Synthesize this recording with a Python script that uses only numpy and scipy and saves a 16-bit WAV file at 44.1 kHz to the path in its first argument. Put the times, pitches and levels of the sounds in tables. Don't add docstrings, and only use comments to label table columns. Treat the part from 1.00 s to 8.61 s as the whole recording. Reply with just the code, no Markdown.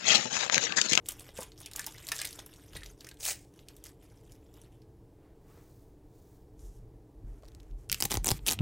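import sys
import numpy as np
from scipy import signal
from scipy.fft import rfft, irfft, next_fast_len
from scipy.io import wavfile
from scipy.ndimage import uniform_filter1d

SR = 44100
rng = np.random.default_rng(int(sys.argv[2]) if len(sys.argv) > 2 else 0)


def generate_wav(signal):
    frames = np.transpose(np.atleast_2d(signal))
    scaled = np.clip(frames, -1, 1) * 32767
    pcm = np.round(scaled).astype(np.int16)
    wavfile.write(sys.argv[1], SR, pcm)


def voltage_ratio(decibels):
    exponent = np.asarray(decibels, float) / 20
    return 10 ** exponent


N = 335601

# t/s, level/dB, f/Hz
TABLET_JOLTS = [(1.762, -39, 122.5), (6.247, -39.5, 38), (6.93, -30, 110), (7.0505, -29, 140),
                (7.174, -26.5, 85), (7.319, -21, 80), (7.6068, -16, 170)]
CREST_DB = 7


def unit(x):
    return x / np.sqrt(np.mean(x ** 2) + 1e-20)


def along(points, hz):
    f, value = np.transpose(points)
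    return np.interp(np.log(hz + 1), np.log(f + 1), value)


def filtered(x, response):
    size = next_fast_len(N + SR // 2)
    return irfft(rfft(x, size) * response(np.fft.rfftfreq(size, 1 / SR)), size)[:N]


def resonance(f, hz, width):
    return 1j * f * width / (hz * hz - f * f + 1j * f * width)


def hiss(response):
    return unit(filtered(rng.standard_normal(N), response))


def swells(times, hold, db, slopes):
    t = np.arange(0, N / SR + .002, .001)[:, None]
    rise_db = slopes[0] * np.maximum(times - t, 0)
    fall_db = slopes[1] * np.maximum(t - times - hold, 0)
    gain = np.sqrt(np.sum(voltage_ratio(db - rise_db - fall_db) ** 2, axis=1))
    return np.interp(np.arange(N) / SR, t[:, 0], gain)


def laid(times, rows):
    at = np.round(times * SR).astype(int)[:, None] + np.arange(rows.shape[1])
    return np.bincount(at.ravel(), rows.ravel(), N + SR)[:N]


def crackle(rate, spread_db, t60, spectrum, patchy_db):
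    slips = rng.random(N) < rate / SR
    sizes = slips * voltage_ratio(spread_db * np.minimum(rng.exponential(size=N), 3))
    decay = voltage_ratio(-60 * np.arange(SR // 50) / SR / t60)
    envelope = signal.fftconvolve(sizes, decay)[:N]
    z = signal.stft(envelope * rng.standard_normal(N), nperseg=256)[2]
    patches = uniform_filter1d(rng.standard_normal(z.shape), size=8, axis=0)
    patches = uniform_filter1d(patches, size=5, axis=1)
    patchy = signal.istft(z * voltage_ratio(patchy_db * unit(patches)), nperseg=256)[1][:N]
    return unit(filtered(patchy, lambda f: voltage_ratio(along(spectrum, f))))


def snaps(times, db, hz, breadth, shiver_db, shiver_t60, modes_db):
    t = np.arange(2048) / SR
    crack = np.exp(-((t - .0003) / .0003) ** 2)
    shiver = voltage_ratio(shiver_db - 60 * t / shiver_t60)
    burst = rng.standard_normal((len(times), len(t))) * (crack + shiver)
    f = np.fft.rfftfreq(2 * len(t), 1 / SR)
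    modes = hz[:, None, None] * np.exp(.5 * rng.standard_normal((len(times), 4, 1)))
    colour = 1 + voltage_ratio(modes_db) * resonance(f, modes, .1 * modes).sum(axis=1)
    band = resonance(f, hz[:, None], breadth * hz[:, None]) ** 2
    burst = irfft(rfft(burst, 2 * len(t)) * band * colour)[:, :len(t)]
    onset_rms = np.sqrt(np.mean(burst[:, :32] ** 2, axis=1))
    return laid(times, burst * (voltage_ratio(db) / onset_rms)[:, None])


def room_hum():
    # f/Hz, relative level/dB
    room_tone = [(12, -41), (20, -2), (58, -1), (86, -4.5), (118, 1), (152, -9), (192, -10), (224, -18),
                 (252, -15.5), (293, -4.5), (364, -11), (452, -8.5), (500, -18), (841, -24), (1100, -38.5),
                 (1430, -57.5), (2420, -120)]
    return voltage_ratio(-56) * hiss(lambda f: voltage_ratio(along(room_tone, f)))


def wrapper():
    # t/s, peak level/dB, centre f/Hz
    creases = [(0.0593, -35.5, 4700), (0.0643, -36, 7100), (0.0875, -14, 9640), (0.108, -29, 6700),
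               (0.1205, -28.5, 7800), (.1961, -32.5, 9100), (0.207, -36.5, 5960), (.2902, -40, 3130),
               (.3748, -32, 5560), (0.3875, -39, 3930), (0.4066, -28.5, 8200), (.4157, -33, 9000),
               (0.4236, -34, 4670), (0.4306, -28, 8000), (0.519, -39.5, 2900), (.5777, -43, 3640),
               (0.6032, -35, 9500), (0.6153, -35.5, 6930), (0.6604, -27, 6900), (.6821, -54, 6500),
               (0.7138, -34.5, 4440), (0.7345, -30, 6600), (0.7611, -19.5, 8800), (0.773, -40, 6000),
               (0.7941, -20, 6840), (0.817, -34, 5500), (0.8432, -29.5, 3520), (.8649, -20.5, 10900),
               (0.8704, -29, 6340), (0.9824, -36, 2900), (1.0276, -41, 5170), (1.069, -27.5, 7600),
               (1.08, -30, 7940), (1.0876, -21.5, 5900), (1.1185, -15.5, 4630), (1.128, -34, 2470),
               (1.1522, -35, 4000), (1.1645, -27, 5270), (1.1825, -28, 5270), (1.19, -24, 5400),
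               (1.2003, -24, 5000), (1.2159, -20, 6250), (1.2265, -36, 3145), (1.2476, -28, 7260),
               (1.2518, -18.5, 6960), (1.2617, -32, 4330), (1.2723, -27, 6100), (1.2896, -32.5, 6800),
               (1.3085, -36.5, 6300), (1.3287, -30.5, 6000), (1.3912, -30.5, 4700), (1.462, -31.5, 11500),
               (1.538, -40.5, 6000), (1.561, -45, 5200), (1.7325, -43, 4770), (1.7526, -36, 3640),
               (1.7577, -37, 3600), (1.7662, -32, 3540), (1.7703, -31, 2940), (1.808, -42, 3580),
               (1.8334, -31.5, 3400), (1.8609, -33, 4550), (2.0077, -34.5, 4260), (2.0462, -34.5, 3960),
               (2.069, -35, 6000), (2.089, -33, 5450), (2.1134, -37, 4030), (2.142, -49, 6000),
               (2.171, -48.5, 4000), (2.2011, -43, 4700), (2.207, -32.5, 5400), (2.232, -27.5, 6600),
               (2.2529, -16, 7500), (2.278, -23, 7100), (2.312, -25, 5000), (2.539, -51, 7000),
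               (2.5915, -42, 3360), (2.6853, -34.5, 5400), (2.7655, -41, 8100), (2.8399, -32, 7000),
               (2.8534, -38, 5950), (2.8607, -38, 5800), (2.867, -36.5, 5800), (2.8917, -44, 8000),
               (3.1001, -56, 5300), (3.316, -55, 8100), (3.3205, -42, 8240), (3.5405, -48, 6270),
               (3.6161, -43, 7100), (3.8192, -52.5, 4170)]
    # t/s, hold/s, rustle level/dB
    squeezes = [(0.087, 0.038, -57.5), (0.17, 0.11, -57.5), (0.367, 0.063, -53), (0.595, 0.049, -59.5),
                (0.762, 0.055, -55), (0.874, 0.19, -57.5), (1.148, 0.099, -48), (1.298, 0.1, -57.5),
                (1.497, 0.38, -64.5), (1.738, 0.01, -55.5), (1.844, 0.076, -68), (1.996, 0.046, -65.5),
                (2.558, 0.048, -70), (2.685, 0.087, -69.5), (2.854, 0.013, -60), (3.022, 0.023, -67),
                (3.1, .18, -71.5), (3.307, 0.036, -65.5), (3.447, 0.018, -73), (3.543, .1, -68),
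                (3.733, 0.02, -74.5)]
    # t/s, hold/s, level/dB
    rips = [(2.2, .02, -50.5), (2.23, 0.016, -39.5), (2.252, 0.014, -32), (2.277, 0.015, -33.5),
            (2.301, 0.01, -34.5)]
    # f/Hz, relative level/dB
    foil_colour = [(290, -36.5), (500, -3), (1110, -3.5), (1770, -3), (2160, -3), (3650, -2), (4210, -10.5),
                   (5310, -4.5), (8210, -5.5), (13300, -8), (16000, -23.5)]
    # f/Hz, relative level/dB
    rip_colour = [(290, -36.5), (500, -20.5), (570, -12), (1050, -18), (2460, -8.5), (2890, -13.5),
                  (8090, -4.5), (13300, -16.5), (16000, -10.5)]

    s, db, hz = np.transpose(creases)
    snapping = snaps(s, db - CREST_DB, hz, 1.5, shiver_db=-8, shiver_t60=0.021, modes_db=-6.0)
    snapping += voltage_ratio(-7.5) * np.pad(snapping, (round(0.0024 * SR), 0))[:N]

    rustle = swells(*np.transpose(squeezes), (399.5, 247.5))
    rustle += swells(s, 0, db - 28.5, (5000, 500.5))
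    bed = crackle(2600, 5.0, 0.005, foil_colour, patchy_db=5.0)

    s, hold, db = np.transpose(rips)
    tearing = swells(s, hold, db, (1500, 699.5))
    tearing += swells(s + hold, 0, db - 16.5, (5000, 150.5))
    rip = crackle(3000, 2.2, .005, rip_colour, patchy_db=2.5)
    return snapping + rustle * bed + tearing * rip


def walls(x):
    # f/Hz, t60/s
    wall_decay = [(300, 0.086), (2000, 0.22), (7000, 0.11), (15000, 0.1)]
    out, step = np.zeros(N + SR), SR // 3
    for start in range(0, N, step):
        hz, t, z = signal.stft(rng.standard_normal(SR // 2), SR, nperseg=256)
        decay = voltage_ratio(-60 * t / along(wall_decay, hz)[:, None])
        tail = signal.istft(z * decay, SR, nperseg=256)[1]
        wet = signal.fftconvolve(x[start:start + step], tail / np.linalg.norm(tail))
        out[start + 100:][:len(wet)] += wet
    return out[:N]


def pouch():
    # t/s, level/dB, f/Hz
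    knocks = [(0.203, -54, 455), (0.288, -43.5, 550), (0.387, -30, 526), (0.419, -34, 1013),
              (0.751, -41, 1170), (0.794, -30, 1750), (0.872, -35, 888), (0.947, -41.5, 2014),
              (1.117, -22.5, 1777), (1.129, -38, 1825), (1.191, -32.5, 1680), (1.214, -30.5, 2100),
              (1.388, -39.5, 800), (1.753, -37, 455), (1.763, -38.5, 1940), (1.819, -45, 1805),
              (2.044, -46, 465), (2.066, -40.5, 1870), (2.114, -48.5, 1620), (4.574, -46, 457),
              (6.433, -45, 616)]
    s, db, hz = np.transpose(knocks)[:, :, None]
    t = np.arange(SR // 10) / SR
    grain = rng.standard_normal((len(s), len(t)))
    rough = 1 + .9 * uniform_filter1d(grain, size=40, axis=1) * np.sqrt(40)
    ring = np.sin(2 * np.pi * hz * t) + 0.14 * np.sin(2 * np.pi * 1.46 * hz * t)
    envelope = voltage_ratio(db - 4.5 - 60 * t / 0.047) * (1 - np.exp(-t / .0004))
    return laid(s[:, 0], envelope * rough * ring)


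def desk():
    # t/s, hold/s, sway level/dB
    leans = [(1.775, 0.046, -50), (5.647, 0.011, -45), (5.828, .05, -43.5), (6.27, .05, -44.5),
             (6.457, 0.14, -47.5), (6.725, 0.023, -43), (6.92, 0.23, -54), (7.206, .03, -37),
             (7.393, 0.065, -40.5), (7.514, 0.022, -53)]
    sway = swells(*np.transpose(leans), (179, 105.5))
    s, db, _ = np.transpose(TABLET_JOLTS)
    thud = voltage_ratio(-15) * sway + swells(s, 0, db - 14.5, (349.5, 308))
    rocking = hiss(lambda f: resonance(f, 41, 15) ** 2)
    thudding = hiss(lambda f: resonance(f, 100, 90) ** 2)
    return sway * rocking + thud * thudding


def jolts():
    s, db, hz = np.transpose(TABLET_JOLTS)[:, :, None]
    swings = hz * np.arange(SR // 5) / SR
    return laid(s[:, 0], -voltage_ratio(db - 13.2 * swings) * np.sin(2 * np.pi * swings))


def wiping():
    # t/s, hold/s, hiss level/dB, skin drag level/dB
    palm_strokes = [(4.244, 0.023, -93, -74), (4.508, 0.09, -70, -69), (4.63, 0.19, -72, -85),
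                    (5.153, 0.2, -72.5, -83)]
    # t/s, hold/s, hiss level/dB, skin drag level/dB
    cloth_strokes = [(5.599, 0.083, -66.5, -78), (5.69, 0.094, -72.5, -82), (6.27, 0.12, -78.5, -75.5),
                     (6.43, 0.28, -81, -76), (6.79, 0.054, -73.5, -77)]
    # f/Hz, relative level/dB
    palm_colour = [(2060, -41.5), (3500, -8), (7180, -4), (11600, -8.5), (14800, -3), (16000, -5)]
    # f/Hz, relative level/dB
    cloth_colour = [(1760, -45), (3000, -20), (4600, -18.5), (5960, -10), (13600, -17), (16000, -32)]
    palm_slopes, cloth_slopes = (153, 100), (701, 400)

    s, hold, hiss_db, drag_db = np.transpose(palm_strokes)
    palm = crackle(6000, 1.5, 0.012, palm_colour, patchy_db=-0.5)
    rub = swells(s, hold, hiss_db, palm_slopes) * palm
    drag = swells(s, hold, drag_db, palm_slopes)

    s, hold, hiss_db, drag_db = np.transpose(cloth_strokes)
    cloth = crackle(6000, 1.7, 0.0051, cloth_colour, patchy_db=1.2)
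    rub += swells(s, hold, hiss_db, cloth_slopes) * cloth
    drag += swells(s, hold, drag_db, cloth_slopes)
    return rub + drag * hiss(lambda f: resonance(f, 870, 1700) ** 2)


def strip():
    # t/s, peak level/dB
    dabs = [(5.5935, -51), (5.6252, -68), (6.4241, -54.5), (6.4344, -54), (6.4466, -54), (6.4536, -48.5),
            (6.462, -54), (6.4757, -59), (6.481, -47), (6.485, -44.5), (6.5191, -50.5), (6.549, -40.5),
            (6.601, -45.5), (6.6043, -49.5), (6.6316, -51), (6.7118, -53.5)]
    # t/s, peak level/dB, centre f/Hz
    peels = [(6.8918, -41, 6500), (6.8976, -21, 4100), (6.9166, -12.5, 5400), (6.9268, -9.5, 6460),
             (6.9375, -38, 4770), (6.9446, -17, 5100), (6.9744, -48, 2780), (7.0037, -15, 8200),
             (7.0086, -15.5, 7500), (7.0239, -8.5, 6060), (7.0331, -21, 8160), (7.0389, -16, 9400),
             (7.0504, -25.5, 7150), (7.0533, -12.5, 7560), (7.0565, -16, 10800), (7.0806, -46, 7500),
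             (7.0865, -44, 8300), (7.1021, -31, 5830), (7.1082, -19, 6200), (7.113, -24, 7360),
             (7.1171, -13.5, 7400), (7.1235, -19.5, 4160), (7.136, -24, 8500), (7.1418, -14, 8200),
             (7.1532, -21.5, 5940), (7.1713, -17, 7300), (7.2309, -54, 5400), (7.2448, -14.5, 8250),
             (7.2583, -16, 7700), (7.2638, -15.5, 7900), (7.27, -10, 8620), (7.2801, -12.5, 7560),
             (7.285, -17, 7140), (7.2891, -10, 6800), (7.2964, -23, 9100), (7.3047, -13.5, 8000),
             (7.3099, -16.5, 7200), (7.315, -10.5, 6340), (7.3913, -45.5, 3000), (7.465, -17, 4140),
             (7.47, -17, 6360), (7.4745, -13, 8000), (7.4807, -14.5, 4970), (7.4837, -11, 6300),
             (7.487, -9, 6330), (7.492, -14.5, 5960), (7.5, -17.5, 4970), (7.5067, -15.5, 8700),
             (7.5118, -12.5, 6900), (7.5198, -15, 9300), (7.5238, -16.5, 6500), (7.5326, -17.5, 7300),
             (7.5897, -30, 2700)]
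    # t/s, length/s, level of the fine crackle held beneath, then stopping short/dB,
    # knock strength/dB
    stretches = [(6.913, 0.11, -55.5, -4), (7.0, 0.052, -56, 11), (7.08, .03, -68, 8),
                 (7.104, 0.058, -41.5, 19), (7.204, .04, -76, 8), (7.241, 0.14, -52.5, 18),
                 (7.409, .06, -68.5, 8), (7.466, 0.079, -42.5, 11.5), (7.6, .02, -66, 19)]
    # f/Hz, relative level/dB
    fine_colour = [(710, -39), (1200, 4), (1770, -2), (2020, 2.5), (4550, -5), (8530, 3), (9510, -3),
                   (14700, -0.5), (16000, -20)]
    # f/Hz, width/Hz, level/dB
    tablet_modes = [(95, 40, -11), (170, 166, 8), (227, 167, 9.5), (406, 134, 3.5), (785, 125, 4),
                    (956, 400, -3)]

    s, db = np.transpose(dabs)
    dab_hz = np.full(len(s), 4300.)
    ticks = snaps(s, db - CREST_DB, dab_hz, 1.7, shiver_db=-12, shiver_t60=.02, modes_db=-9)

    s, db, hz = np.transpose(peels)
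    cracks = snaps(s, db - CREST_DB, hz, 2.4, shiver_db=-11, shiver_t60=.02, modes_db=6)
    bite_db = db - 11 - 13.5 * np.log2(hz / 6500)
    bite_hz = np.full(len(s), 2600.)
    cracks += snaps(s, bite_db - CREST_DB, bite_hz, 1.4, shiver_db=-9, shiver_t60=.025, modes_db=5)

    start, length, fine_db, strength_db = np.transpose(stretches)
    stretch = np.searchsorted(start, s + .008) - 1
    middle = start[stretch] + length[stretch] / 2
    knock_db = db + strength_db[stretch] + 91 * (s - middle)
    signs = rng.choice([-1, 1], len(s))
    blows = np.bincount(np.round(s * SR).astype(int), signs * voltage_ratio(knock_db), N)

    def tablet_body(f):
        return sum((-1) ** k * voltage_ratio(mode_db) * resonance(f, centre, width)
                   for k, (centre, width, mode_db) in enumerate(tablet_modes))

    held = swells(start, length, fine_db, (2000, 3000))
    fine = held * crackle(5000, 2, .004, fine_colour, patchy_db=2)
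    return ticks + cracks + filtered(blows, tablet_body) + fine


def scene():
    raised = wrapper() + pouch()
    on_glass = wiping() + strip()
    echo = walls(voltage_ratio(-10) * raised + voltage_ratio(-16.5) * on_glass)
    mono = raised + on_glass + echo + desk() + jolts() + room_hum()
    return np.tile(mono, (2, 1))


def band_limit(x):
    return signal.sosfilt(signal.butter(12, 17000, fs=SR, output="sos"), x)


def record(dry):
    # f/Hz, relative level/dB
    mic_colour = [(530, -34), (900, -6.5), (1420, -18.5), (1660, -17), (2540, -22.5), (16000, -27)]
    mono = dry[0] + voltage_ratio(-76) * hiss(lambda f: voltage_ratio(along(mic_colour, f)))
    mono = mono / (1 + np.abs(mono / .34) ** 3) ** (1 / 3)
    mono = filtered(mono, lambda f: np.clip((16200 - f) / 500, 0, 1))
    return band_limit(np.tile(mono, (2, 1)))


dry = scene()
out = record(dry)
generate_wav(out)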